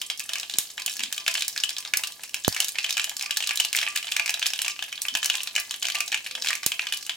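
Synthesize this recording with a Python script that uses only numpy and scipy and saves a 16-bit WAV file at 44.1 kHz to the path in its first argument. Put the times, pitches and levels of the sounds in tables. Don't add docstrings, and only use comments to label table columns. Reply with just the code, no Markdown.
import sys
import numpy as np
from scipy import signal
from scipy.fft import rfft, irfft, next_fast_len
from scipy.io import wavfile

SR = 44100
rng = np.random.default_rng(int(sys.argv[2]) if len(sys.argv) > 2 else 0)


def wav_record(signal):
    frames = np.transpose(np.atleast_2d(signal))
    bounded = np.clip(frames, -1, 1)
    quanta = np.round(bounded * 32767).astype(np.int16)
    wavfile.write(sys.argv[1], SR, quanta)


N = 315964
POP_SAMPLES = 2048

# t/s, nominal level/dB, cavity f/Hz, nominal snap/dB (crack over cavity ring)
POPS = [(0.0154, -24.0, 3470, 2.5), (0.1, -21.5, 3260, -6.5), (0.1951, -25, 5250, 8),
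        (0.202, -27.5, 2540, -1), (0.292, -25, 3130, -2.5), (0.334, -22.5, 3850, 0),
        (0.3558, -24.5, 2460, -1.5), (0.398, -27, 5700, 1), (0.431, -28, 3170, -6),
        (0.4971, -26.5, 3860, -2.5), (0.5382, -25, 4160, -5), (0.5851, -12, 3630, 10),
        (0.779, -26, 2390, -10), (0.8198, -28.5, 4800, -2), (0.8616, -19, 3180, 9.5),
        (0.8786, -23.5, 2900, -7), (0.8963, -28.5, 5300, 3), (0.928, -34, 5400, 5),
        (0.9675, -28.5, 5500, 3), (0.9935, -25.5, 3710, -1), (1.0047, -25.5, 2630, -5),
        (1.0354, -20.5, 3460, -1), (1.1259, -21, 3040, 6), (1.1786, -25, 3080, -1), (1.2637, -23, 2700, -7),
        (1.2778, -21.5, 3540, -3), (1.2799, -16, 2400, -2), (1.313, -27.5, 5200, 4), (1.34, -23.5, 5940, 5),
        (1.3498, -29, 2500, -3), (1.353, -20, 3020, -6.5), (1.3703, -35, 4600, 0), (1.379, -27, 3000, -12),
        (1.3943, -31, 4500, 8), (1.408, -24.5, 3710, 1), (1.4215, -20, 3150, -1.5), (1.48, -19.5, 5470, 14),
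        (1.562, -27.5, 2160, -6), (1.577, -23.5, 3800, 0), (1.601, -27.5, 5200, -16),
        (1.6361, -18.0, 3330, -1.5), (1.692, -23, 4270, -2), (1.7047, -30, 3400, 5), (1.766, -27, 3720, -7),
        (1.7835, -25, 5500, 1), (1.85, -29.5, 3680, -6), (1.9367, -15.5, 2300, -4.5),
        (1.971, -15.5, 4940, 10.5), (2.0362, -21.5, 2920, -1), (2.0718, -27.0, 3960, 4),
        (2.1212, -34.5, 4110, 3), (2.2346, -29, 2840, 6), (2.3434, -20, 2870, 1), (2.447, -21.5, 3630, -8),
        (2.4792, -17, 2000, 12), (2.5258, -26.5, 5000, -2), (2.5463, -26.0, 2840, 3),
        (2.564, -20.5, 2100, -6), (2.6027, -14, 3000, 5), (2.622, -28, 4100, -2), (2.6447, -21, 3600, 7.5),
        (2.6833, -23, 4800, 8), (2.69, -25.5, 2960, 11), (2.7549, -27.5, 2260, -12), (2.785, -19, 2560, -6),
        (2.843, -22, 2900, -3.5), (2.8459, -23.5, 2750, -13), (2.8927, -25, 2560, -3),
        (2.898, -29, 6400, 0), (2.9064, -20.5, 3860, 0), (2.9263, -24, 5590, -2), (2.9695, -19, 2890, -5),
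        (2.9783, -22, 2190, 1), (2.9962, -18.5, 2660, -5), (3.0422, -20, 3040, 5), (3.0944, -24, 2960, 5),
        (3.167, -24.5, 5400, 3), (3.1947, -28.0, 4550, 1), (3.2105, -25, 2500, -1.5),
        (3.2244, -25, 5440, 1), (3.2607, -27.5, 2400, -3), (3.3083, -19.5, 3020, -1.5),
        (3.3709, -16, 4470, 3), (3.4045, -24, 3160, -5), (3.4244, -25.5, 3410, -9),
        (3.4386, -26, 2920, -14), (3.4728, -21, 4360, 3), (3.492, -20, 3080, -3), (3.5085, -20, 2300, -6),
        (3.5569, -24, 3150, 13), (3.5735, -21, 3780, 1), (3.5998, -15.5, 3080, 2), (3.604, -20.5, 3530, -2),
        (3.6486, -19.5, 3430, -0.5), (3.7293, -20, 3050, 4), (3.7487, -18, 2210, -8),
        (3.758, -24.5, 3660, 13), (3.7652, -18.5, 7060, 4.5), (3.7733, -22.5, 3120, -5),
        (3.7873, -18, 3210, -7), (3.8141, -23, 3200, -4), (3.829, -21, 2310, -7), (3.8653, -24, 2900, -12),
        (3.8759, -22.5, 2580, -18), (3.9587, -22.0, 4740, 10), (3.9616, -20.5, 2700, -3),
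        (3.9741, -22, 3530, 0), (4.0275, -30.0, 2950, -1), (4.0696, -29.0, 3380, -4),
        (4.0888, -31, 2270, -9), (4.1159, -28, 3330, 6), (4.12, -20, 3160, -3.5), (4.165, -17, 2380, -1.5),
        (4.1963, -17, 2520, -6), (4.2596, -22.0, 2350, -1.5), (4.2781, -23.5, 2700, -4),
        (4.2937, -19, 2560, -1), (4.3044, -24, 2360, 8), (4.3408, -21.5, 3860, -1.5),
        (4.3944, -27, 6060, 2), (4.4183, -26.5, 2520, -12), (4.4266, -19, 3250, -7),
        (4.4583, -20.5, 3100, -5), (4.4654, -16.0, 5070, 2), (4.5034, -28, 5500, -7),
        (4.5348, -21.5, 3550, -1), (4.5902, -22.5, 3170, -5), (4.6177, -19, 3150, 6),
        (4.6466, -24.5, 3280, -4), (4.6617, -25, 2830, -6), (4.68, -21.5, 2420, -2), (4.697, -31, 2860, -1),
        (4.7915, -27.5, 2930, -11), (4.8245, -23.5, 3220, -6), (4.9268, -26, 2470, -5.5),
        (5.018, -20.0, 6340, 10.5), (5.052, -26.5, 2330, -11), (5.0836, -23, 3170, -2),
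        (5.14, -31, 5430, -12), (5.1513, -16.5, 2780, -4), (5.1715, -27, 3150, 12), (5.229, -21, 2750, -6),
        (5.2442, -21, 4840, 4), (5.2582, -17.5, 6140, 6), (5.2992, -15.5, 3160, -5),
        (5.3409, -26, 2510, -4), (5.3529, -22, 3210, -0.5), (5.3811, -30.5, 3600, -8),
        (5.4042, -27.5, 2930, -10), (5.4327, -24.5, 3320, 11), (5.4737, -25.0, 3860, -7),
        (5.5525, -24.5, 4140, -1), (5.562, -18.5, 2650, -0.5), (5.5788, -21, 2220, -8),
        (5.5995, -24, 2400, 14), (5.7092, -22.5, 3430, 0), (5.741, -27.5, 3350, -3), (5.825, -25, 3040, -9),
        (5.8278, -22, 4370, 2), (5.8434, -29, 2360, -12), (5.8532, -20.5, 3070, -5),
        (5.8684, -25.5, 5900, -7), (5.8847, -22.5, 2250, -1), (5.8999, -23.5, 3130, -2),
        (5.9207, -28, 4730, -3), (5.948, -24.5, 2100, -3), (5.9528, -20.5, 2980, -2.5),
        (6.005, -17.5, 2630, 0), (6.0788, -26.5, 5900, 0), (6.1186, -24, 3380, -4),
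        (6.1254, -22, 2460, -17), (6.144, -17.5, 2470, -8.5), (6.2632, -26.5, 2600, -10),
        (6.3109, -30, 3860, -6), (6.3519, -25.5, 3200, -5), (6.422, -24.5, 5250, -4),
        (6.4459, -25.5, 2640, -3), (6.4602, -26, 2450, -2), (6.4713, -21, 3150, -5),
        (6.4858, -18.5, 3800, -3.5), (6.505, -19.5, 2060, -4), (6.53, -20.5, 2510, -7),
        (6.5528, -23.5, 2340, 0.5), (6.6315, -26.5, 2270, -6), (6.6625, -12.5, 4570, 11),
        (6.7187, -20.5, 2880, -6), (6.7938, -19, 2670, -11.5), (6.8689, -24, 2780, -7),
        (6.924, -21.0, 3020, -3.5), (6.9362, -27, 3000, -3), (6.9726, -29, 3400, 12),
        (7.0648, -30, 3150, 7), (7.0946, -20.5, 3070, -7)]
# f/Hz, level/dB
FIZZ_COLOUR = [(300, -10), (700, 0.5), (1400, -9.5), (2600, -11.5), (5500, -2.5), (9000, -7),
               (15000, -13.5)]


def undb(db):
    return 10 ** (np.asarray(db) / 20)


def unit(x):
    return x / np.sqrt(np.sum(x ** 2, axis=-1, keepdims=True) + 1e-18)


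def fade(t, t60_s):
    return np.exp(-np.log(1000) * t / t60_s)


def colour(x, points):
    hz, db = np.transpose(points)
    size = next_fast_len(x.shape[-1] + POP_SAMPLES)
    f = np.maximum(np.fft.rfftfreq(size, 1 / SR), 1)
    gain = undb(np.interp(np.log(f), np.log(hz), db))
    return irfft(rfft(x, size) * gain, size)[..., :x.shape[-1]]


def add(out, start_s, sound):
    start = max(int(start_s * SR), 0)
    part = out[..., start:start + sound.shape[-1]]
    part += sound[..., :part.shape[-1]]


def ports(three, spread):
    spread = np.clip(spread, 0, 1)
    shared, own = three[..., :1, :], three[..., 1:, :]
    return np.sqrt(1 - spread) * shared + np.sqrt(spread) * own


def bowl(count, near_db=-0.5, far_db=1.0, near_s=0.0019, far_t60_s=0.074, near_spread=0.21, far_spread=0.29):
    t = np.arange(POP_SAMPLES) / SR
    noise = rng.standard_normal((count, 2, 3, POP_SAMPLES))
    wall = noise[:, 0] ** 3 * (t > .0002) / (1 + (t / near_s) ** 8)
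    scatter = noise[:, 1] * fade(t, far_t60_s) * np.minimum(t / near_s, 1) ** 2
    direct = t == 0
    near = undb(near_db) * ports(unit(wall), near_spread)
    far = undb(far_db) * ports(unit(scatter), far_spread)
    return direct + near + far


def pops(rows, crack_q=0.76, cavity_q=4.6, cut_hz=1300, ring_db=0.5, crack_db=0.76):
    start_s, level_db, cavity_hz, snap_db = np.transpose(rows)[:, :, None, None]
    crack_hz = 5930 * 2 ** (0.0472 * snap_db)
    jf = 1j * np.fft.rfftfreq(POP_SAMPLES, 1 / SR)
    low, cavity, snap = jf / cut_hz, jf / cavity_hz, jf / crack_hz

    bass_cut = low ** 2 / (1 + np.sqrt(2) * low + low ** 2)
    resonance = bass_cut / (1 + cavity / cavity_q + cavity ** 2)
    ring_paths = bowl(len(rows), near_db=5.5, far_db=2.5)
    ring = unit(irfft(resonance * rfft(ring_paths)))

    crack_band = (snap / (1 + snap / crack_q + snap ** 2)) ** 2
    crack_paths = bowl(len(rows), near_db=7.1, far_db=2.0, near_s=0.0029, near_spread=0.48)
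    crack = unit(irfft(crack_band * rfft(crack_paths)))

    bursts = undb(ring_db) * ring + undb(crack_db + snap_db) * crack
    bursts *= undb(level_db) / np.hypot(1, undb(snap_db))
    burst_samples = .004 * SR
    out = np.zeros((2, N))
    for onset_s, burst in zip(start_s.ravel(), bursts):
        add(out, onset_s, burst * np.sqrt(burst_samples))
    return out


def sputter(count=105, wait_s=0.023, level_db=-34, level_scatter_db=2.0,
            cavity_hz=3390, scatter_octaves=0.36, snap_db=-2.5, snap_scatter_db=6):
    parent = np.linspace(0, len(POPS) - 1, count).astype(int)
    size, pitch, snap = np.clip(rng.standard_normal((count, 3)), -2, 2).T
    start_s = np.array(POPS)[parent, 0] + wait_s * rng.exponential(size=count)
    return np.column_stack([start_s,
                            level_db + level_scatter_db * size,
                            cavity_hz * 2 ** (scatter_octaves * pitch),
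                            snap_db + snap_scatter_db * snap])


def fizz(per_second=380, cavity_q=3.9, count=12, size_db=6.2):
    out = np.zeros((2, N))
    jf = 1j * np.fft.rfftfreq(POP_SAMPLES, 1 / SR)
    for hz, paths in zip(np.geomspace(1800, 11000, count), bowl(count)):
        chance, size = rng.random(N), np.minimum(rng.exponential(size=N), 3.5)
        clicks = (chance < per_second / count / SR) * undb(size_db * size)
        cavity = jf / hz
        resonance = cavity / (1 + cavity / cavity_q + cavity ** 2)
        tick = unit(irfft(rfft(paths) * resonance))
        out += signal.oaconvolve(clicks[None], tick, axes=-1)[:, :N]
    return unit(colour(out, FIZZ_COLOUR)) * np.sqrt(N) * boil()


def boil(simmer_db=-46.5, stirred_db=-42, settle_s=0.022):
    start_s, level_db = np.transpose(POPS)[:2]
    kicks = np.bincount((start_s * SR).astype(int), undb(level_db), N)[:N]
    stir = signal.lfilter([1], [1, -np.exp(-1 / (settle_s * SR))], kicks)
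    return np.hypot(undb(simmer_db), undb(stirred_db) * np.sqrt(stir / stir.mean()))


def foam(foam_db=-64.0, spread=0.13, per_second=5000):
    clicks = (rng.random((3, N)) < per_second / SR) * rng.standard_normal((3, N))
    return unit(colour(ports(clicks, spread), FIZZ_COLOUR)) * np.sqrt(N) * undb(foam_db)


def wok(dry, wok_db=-21.0, phase_spread_rad=0.31, spot_s=.02):
    # f/Hz, relative level/dB, t60/s
    modes = [(669.2, -1.5, 0.23), (770, -22, 0.068), (848, -6, 0.13), (913, -9, 0.21), (1021, -3, 0.31),
             (1175.4, 4.5, 0.18), (1683, -10, 0.31), (1756, -3.5, 0.047), (2020, -6.5, 0.35),
             (2550, -12, 0.27), (2550, -29, 0.48), (3006, 2.5, 0.029), (3240, -17, 0.16),
             (3956, 0.5, 0.074), (5500, -3, 0.027)]
    drive, t, out = dry.mean(axis=0), np.arange(N) / SR, np.zeros((2, N))
    moments_s = np.arange(0, N / SR, spot_s)
    for hz, db, t60_s in modes:
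        coupling = np.interp(t, moments_s, rng.standard_normal(len(moments_s)))
        pole = fade(1 / SR, t60_s) * np.exp(2j * np.pi * hz / SR)
        gain = np.sqrt(2 * (1 - abs(pole) ** 2))
        ring = signal.lfilter([gain], [1, -pole], drive * coupling)
        phase_rad = phase_spread_rad * rng.standard_normal((2, 1))
        out += undb(db) * np.imag(ring * np.exp(1j * phase_rad))
    return undb(wok_db) * out


def puffs(push_s=0.00024, front=.5, port_hz=76, left_db=-21, eddy_db=-16, eddy_hz=110, eddy_t60_s=0.084):
    # t/s, nominal peak level/dB
    arrivals = [(0.5855, -20), (0.862, -32), (1.482, -34), (1.972, -27), (2.4798, 1), (2.6021, -29.5),
                (6.664, -14.5)]
    t = np.arange(SR // 4) / SR
    push = (front + np.e * t / push_s) * np.exp(-t / push_s) / (1 + front / 2)
    eddy_lowpass = signal.butter(2, eddy_hz, fs=SR, output="sos")
    swirl = signal.sosfilt(eddy_lowpass, rng.standard_normal((len(arrivals), len(t))))
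    eddies = undb(eddy_db) * np.linalg.norm(push) * unit(swirl * fade(t, eddy_t60_s))
    air = np.zeros(N)
    for (start_s, db), eddy in zip(arrivals, eddies):
        add(air, start_s, undb(db) * (push + eddy))
    thumps = signal.sosfilt(signal.butter(2, port_hz, "high", fs=SR, output="sos"), air)
    return np.array([undb(left_db) * thumps, thumps])


def room(dry, room_db=-8.5, t60_s=0.22, treble_t60_s=0.34, split_hz=6000, build_s=0.019, spread=0.99):
    # f/Hz, relative level/dB
    tail_colour = [(100, 3), (400, 7.5), (800, -1), (2500, 3), (6000, -4.5), (10000, -5), (15000, -4.5)]
    t = np.arange(SR // 2) / SR
    noise = ports(rng.standard_normal((3, len(t))), spread)
    low = signal.sosfilt(signal.butter(2, split_hz, fs=SR, output="sos"), noise)
    high = signal.sosfilt(signal.butter(2, split_hz, "high", fs=SR, output="sos"), noise)
    decay = low * fade(t, t60_s) - high * fade(t, treble_t60_s)
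    tail = unit(decay * np.minimum(t / build_s, 1) ** 2)
    return undb(room_db) * signal.oaconvolve(dry, colour(tail, tail_colour), axes=-1)[:, :N]


def kitchen(level_db=-53, spread=0.34):
    # f/Hz, relative level/dB
    noise_colour = [(20, -18), (45, -6.5), (90, -1), (160, -2), (260, 0.5), (500, -2), (1000, -28),
                    (4000, -2), (15000, -4)]
    noise = colour(ports(rng.standard_normal((3, N)), spread), noise_colour)
    return unit(noise) * np.sqrt(N) * undb(level_db)


def swells(count=24):
    # centre t/s, length/s, centre f/Hz, width/Hz, level/dB
    bands = [(.55, 0.028, 285, 210, -54), (1.04, 0.16, 259.4, 147, -58), (5.14, 0.051, 253, 200, -56),
             (6.38, 0.215, 510, 5.1, -62), (6.42, 0.24, 247, 12, -69)]
    out = np.zeros(N)
    for centre_s, length_s, hz, width_hz, db in bands:
        t = np.arange(int(length_s * SR)) / SR
        offset, phase_cycles = rng.random((2, count, 1))
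        sine_hz = hz + width_hz * (offset - .5)
        band = np.sin(2 * np.pi * (sine_hz * t + phase_cycles)).sum(axis=0)
        swell = unit(band * np.sin(np.pi * t / length_s)) * np.sqrt(len(t))
        add(out, centre_s - length_s / 2, undb(db) * swell)
    return out


def scene():
    # f/Hz, gain/dB
    bowl_colour = [(300, 2), (500, -3.5), (720, 4), (1000, -3.5), (1350, -3), (1680, 3.5), (1980, -5.5),
                   (2400, 2), (3100, 1.5), (4400, 0.5), (7000, 1), (11000, -3), (15000, 0.5)]
    bursts = colour(pops(POPS) + pops(sputter()), bowl_colour)
    oil = bursts + fizz() + foam()
    pan = oil + wok(oil)
    return pan + room(pan) + puffs() + kitchen() + swells()


def record(dry, top_hz=16000):
    # f/Hz, phase/rad
    port_phase = [(0, -0.21), (850, -0.31), (1200, -0.82), (1800, 0.42), (2250, 0.49), (4000, 0.47),
                  (8000, 0.86), (11000, 0.78), (13000, 1.45), (16000, 1.8)]
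    # f/Hz, right minus left level/dB
    port_tilt = [(100, -1), (4000, 0.5), (8500, 0.1), (10500, -0.5), (13000, 6), (16000, 0)]
    lead_rad = np.interp(np.fft.rfftfreq(N, 1 / SR), *np.transpose(port_phase))
    shifted = irfft(rfft(dry[0]) * np.exp(1j * lead_rad), N)
    left = colour(shifted, [(hz, -db / 2) for hz, db in port_tilt])
    right = colour(dry[1], [(hz, db / 2) for hz, db in port_tilt])
    steep = signal.ellip(10, .1, 80, top_hz, fs=SR, output="sos")
    return signal.sosfilt(steep, np.clip([left, right], -1, 1))


dry = scene()
out = record(dry)
wav_record(out)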